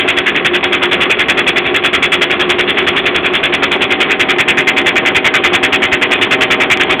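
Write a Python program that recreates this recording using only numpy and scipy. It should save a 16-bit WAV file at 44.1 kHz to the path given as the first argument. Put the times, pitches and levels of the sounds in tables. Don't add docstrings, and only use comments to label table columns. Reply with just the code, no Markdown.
import sys
import numpy as np
from scipy import signal
from scipy.fft import rfft, irfft
from scipy.io import wavfile
from scipy.ndimage import uniform_filter1d

SR = 44100
rng = np.random.default_rng(int(sys.argv[2]) if len(sys.argv) > 2 else 0)


def bounce(signal):
    frames = np.transpose(np.atleast_2d(signal))
    limited = np.clip(frames, -1, 1)
    pcm = np.round(limited * 32767).astype(np.int16)
    wavfile.write(sys.argv[1], SR, pcm)


N = 308700
TIME, FREQS = np.arange(N) / SR, np.fft.rfftfreq(N, 1 / SR)

# (time [s], speed [turns/s])
GEAR_SPEED = [(0.0, 11.147), (0.7, 10.578), (1.1, 10.856), (3.1, 10.609), (3.5, 10.631), (3.9, 10.408),
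              (4.3, 10.474), (5.5, 10.432), (6.1, 10.228), (7.0, 10.191)]
# (time [s], level [dB])
GEAR_LOAD = [(0.0, -9), (0.6, -10.5), (1.3, -8), (2.1, -8), (3.1, -10), (4.7, -9), (5.35, -6.5),
             (5.8, -8.5), (6.4, -7), (7.0, -6.5)]
# (time [s], force above the load [dB])
ODD_SKIPS = [(0, -6.5), (0.35, -2), (0.445, 4), (1.283, 2.5), (1.65, -5.5), (1.744, -2.5), (2.303, -2.5),
             (2.391, -2), (2.49, 4), (3.621, 2.5), (4.194, 2), (6.6, -2)]
# (time [share of its length], level [dB])
SKIP_ENVELOPE = [(0, -19), (.03, -5.5), (.2, -1.4), (.5, 1), (.75, -1.5), (1.1, -7), (1.35, -12.5),
                 (1.9, -38)]
# (time [s], force [dB])
TOOTH_SNAGS = [(6.773, -2)]
# (frequency [Hz], level [dB])
SHELL_COLOUR = [(40, -23), (100, -9), (250, -15.5), (500, -8.5), (900, -10.5), (1400, -7), (2100, -1.5),
                (2600, 0.5), (3000, -3.5), (3500, -2), (5000, -14)]
# (frequency [Hz], width [Hz], lift at the display [dB], lift above the lid [dB])
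SHELL_MODES = [(1252, 42, 3.5, 6), (1377, 100, 5, 3.5), (1543, 110, 1.5, 3.5), (1678, 35, 4, 3.5),
               (1837, 52, 0, 3), (2070, 59, 3.5, 6.5), (2295, 70, 3, 4), (2507, 45, 3, 6),
               (3375, 164, 5.5, 1.5)]
# (time [s], ring added [share])
HOLLOW_RING = [(0, 0.49), (3.8, 0), (4.15, 0.66), (4.6, 0.84), (5.2, 0.55), (7, 0)]
# (frequency [Hz], level [dB])
CHASSIS_COLOUR = [(20, -27), (50, -8), (85, 0), (130, -3), (250, -27), (800, -55)]
# (harmonic [multiple of shaft speed], level at the display [dB], level above the lid [dB])
HUM_HARMONICS = [(8, -39.5, -53), (10, -36, -36), (12, -36.5, -29.5), (13, -31, -28), (14, -34, -30.5),
                 (17, -24, -25.5), (18, -34.5, -28), (19, -30, -29.5), (20, -40, -55), (22, -55, -33),
                 (23, -39.5, -33), (29, -40, -31.5), (30, -58, -29.5), (31, -37, -41), (32, -41.5, -49),
                 (36, -32, -27), (42, -46.5, -39), (49, -54, -41.5), (50, -45, -36), (53, -34, -51)]
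# (frequency [Hz], level at the display [dB], level above the lid [dB])
RUSH_COLOUR = [(20, -48, -19), (61, -3.5, -13), (122, -9, -3), (189, 2, 2.5), (310, -0.5, 0),
               (460, 0.5, 0.5), (706, -0.5, 1), (890, -5.5, -0.5), (1110, 1, 1), (1470, -5, -4),
               (2090, -3.5, -3.5), (2670, -4, -13.5), (3210, -15, -3), (3500, -16.5, -14.5)]
# (frequency [Hz], width [Hz], lift [dB])
BIN_MODES = [(352.4, 22.3, 11.5), (388, 90, 8)]
# (time [s], distance [share of the way])
MIC_PATH = [(0, 0.039), (3.2, 0), (4.3, 0.93), (7, 0.97)]
# (frequency [Hz], gain [dB])
MIC_RESPONSE = [(3450, -1), (3650, -10), (4000, -16), (4400, -25.5), (4800, -60), (6000, -70)]


def gear(away, knock_db=12.5, rasp_db=2.0, thud_db=-32):
    share, envelope_db = np.transpose(SKIP_ENVELOPE)
    force, knocks = np.zeros(N), np.zeros(N)
    t = np.arange(SR // 10) / SR
    strokes = skips()
    for s, db, length in strokes:
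        add(force, s, amp(db + np.interp(t / length, share, envelope_db, right=-100)))
    for s, db, *_ in strokes + list(TOOTH_SNAGS):
        add(knocks, s, amp([db + knock_db]))
    thud = force * unit(colour(rng.standard_normal(N), contour(CHASSIS_COLOUR)))
    rasp = shell(room(force * teeth() + knocks), away)
    return amp(rasp_db) * rasp + amp(thud_db) * thud


def skips(start_turn=0.139, skip_s=0.037, drag_per_db=0.06, lead=0.6, scatter_db=0.55, scatter_s=0.0007):
    turns = start_turn + np.cumsum(along(GEAR_SPEED, TIME)) / SR
    first_s = -start_turn / GEAR_SPEED[0][1]
    times = np.interp(np.arange(int(turns[-1]) + 1), turns, TIME, left=first_s)
    chance_force, chance_time = rng.standard_normal((len(times), 2)).T
    bite_db = scatter_db * chance_force
    for s, db in ODD_SKIPS:
        bite_db[np.argmin(abs(times - s))] += db
    lengths = skip_s * np.exp(-drag_per_db * bite_db)
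    starts = times - lead * (lengths - skip_s) + scatter_s * chance_time
    return list(zip(starts, along(GEAR_LOAD, times) + bite_db, lengths))


def teeth(tooth_hz=372.7, jitter=0.12, chatter_s=0.0013, scrape=1.0):
    passed = np.cumsum(tooth_hz * np.exp(jitter * drift(150))) / SR
    since_s = passed % 1 / tooth_hz
    friction = shifting_contact(rng.standard_normal(N))
    return unit((scrape + np.exp(-since_s / chatter_s)) * friction)


def shifting_contact(x, patch_db=2.0, patch_cells=9):
    spectra = signal.stft(x, nperseg=1024)[2]
    patches = rng.standard_normal(spectra.shape)
    for axis in (0, 1):
        patches = uniform_filter1d(patches, patch_cells, axis)
    shifted = signal.istft(spectra * amp(patch_db * unit(patches)))[1]
    return unit(shifted[:N])


def shell(x, away, hollow_hz=1830, hollow_q=3):
    modes = np.array(SHELL_MODES)
    near_db, far_db = (contour(SHELL_COLOUR, modes[:, [0, 1, place]]) for place in (2, 3))
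    rms_at_mic = np.sqrt(np.mean(amp(near_db + contour(MIC_RESPONSE)) ** 2))
    ring = signal.lfilter(*signal.iirpeak(hollow_hz, hollow_q, fs=SR), x)
    x = x + along(HOLLOW_RING, TIME) * ring
    return ((1 - away) * colour(x, near_db) + away * colour(x, far_db)) / rms_at_mic


def motor(away, shaft_hz=21.235, hum_db=0.87, wow=0.00075, waver_db=1.86, throb_db=1.73, throb_hz=18):
    turns = np.cumsum(shaft_hz * (1 + wow * drift(3.1))) / SR
    hum = np.zeros(N)
    for multiple, near_db, far_db in HUM_HARMONICS:
        level = amp(hum_db + near_db + (far_db - near_db) * away + waver_db * drift(20))
        lag_cycles = 0.15 * rng.standard_normal()
        hum += level * np.sqrt(2) * np.sin(2 * np.pi * (round(multiple) * turns + lag_cycles))
    return hum * amp(throb_db * drift(throb_hz))


def fan(away, rush_db=-18.0, flutter_db=2.0, flutter_hz=47):
    rush = np.array(RUSH_COLOUR)
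    air = rng.standard_normal(N) * amp(flutter_db * drift(flutter_hz))
    near, far = (colour(air, contour(rush[:, [0, place]], BIN_MODES)) for place in (1, 2))
    rms_at_mic = np.std(colour(near, contour(MIC_RESPONSE)))
    return amp(rush_db) * ((1 - away) * near + away * far) / rms_at_mic


def loose_parts(away, ticks_per_s=160, spread_db=3.0, tick_db=-27):
    blows = (rng.random(N) < ticks_per_s / SR) * rng.choice([-1, 1], N)
    strength = amp(spread_db * np.minimum(rng.exponential(1, N), 4))
    ticks = unit(room(blows * strength, t60_s=0.035, wet_db=0))
    return amp(tick_db) * shell(ticks, away)


def room(x, t60_s=0.2, wet_db=-9):
    keep = amp(-60 / (t60_s * SR)) ** 2
    stored = signal.lfilter([1 - keep], [1, -keep], x ** 2)
    return x + amp(wet_db) * np.sqrt(stored) * rng.standard_normal(N)


def limiter(x, threshold_db=-12.5, share=0.3, attack_s=0.0014, recover_db_per_s=100):
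    keep = np.exp(-1 / (attack_s * SR))
    power_db = 10 * np.log10(signal.lfilter([1 - keep], [1, -keep], x ** 2) + 1e-12)
    fall_db = recover_db_per_s * TIME
    held_db = np.maximum.accumulate(power_db + fall_db) - fall_db
    return x * amp(-share * np.maximum(held_db - threshold_db, 0))


def amp(db):
    return 10 ** (np.asarray(db) / 20)


def unit(x):
    return x / np.sqrt(np.mean(x ** 2) + 1e-20)


def along(points, times):
    return np.interp(times, *np.transpose(points))


def contour(points, modes=()):
    hz, db = np.transpose(points)
    outline = np.interp(np.log(FREQS + 1), np.log(hz + 1), db)
    return outline + sum(lift / (1 + (2 * (FREQS - f) / width) ** 2) for f, width, lift in modes)


def colour(x, db):
    cepstrum = irfft(db * np.log(10) / 20, N)
    cepstrum[1:N // 2] *= 2
    cepstrum[N // 2 + 1:] = 0
    return irfft(rfft(x) * np.exp(rfft(cepstrum)), N)


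def drift(rate_hz):
    spectrum = rfft(rng.standard_normal(N))
    return unit(irfft(spectrum * np.exp(-(FREQS / rate_hz) ** 2), N))


def add(mix, s, sound):
    start = round(s * SR)
    sound = sound[max(-start, 0):]
    part = mix[max(start, 0):][:len(sound)]
    part += sound[:len(part)]


def scene():
    away = np.clip(along(MIC_PATH, TIME), 0, 1)
    return (gear(away) + motor(away) + fan(away) + loose_parts(away))[None]


def record(dry, drive_db=1.0, ceiling=0.73, knee=17, cutoff_hz=15800):
    narrow = limiter(amp(drive_db) * colour(dry[0], contour(MIC_RESPONSE)))
    overloaded = narrow / (2 + abs(narrow / ceiling) ** knee) ** (1 / knee)
    low_pass = signal.firwin(511, cutoff_hz, window=("kaiser", 9), fs=SR)
    return signal.oaconvolve(overloaded, low_pass, "same")[None]


dry = scene()
out = record(dry)
bounce(out)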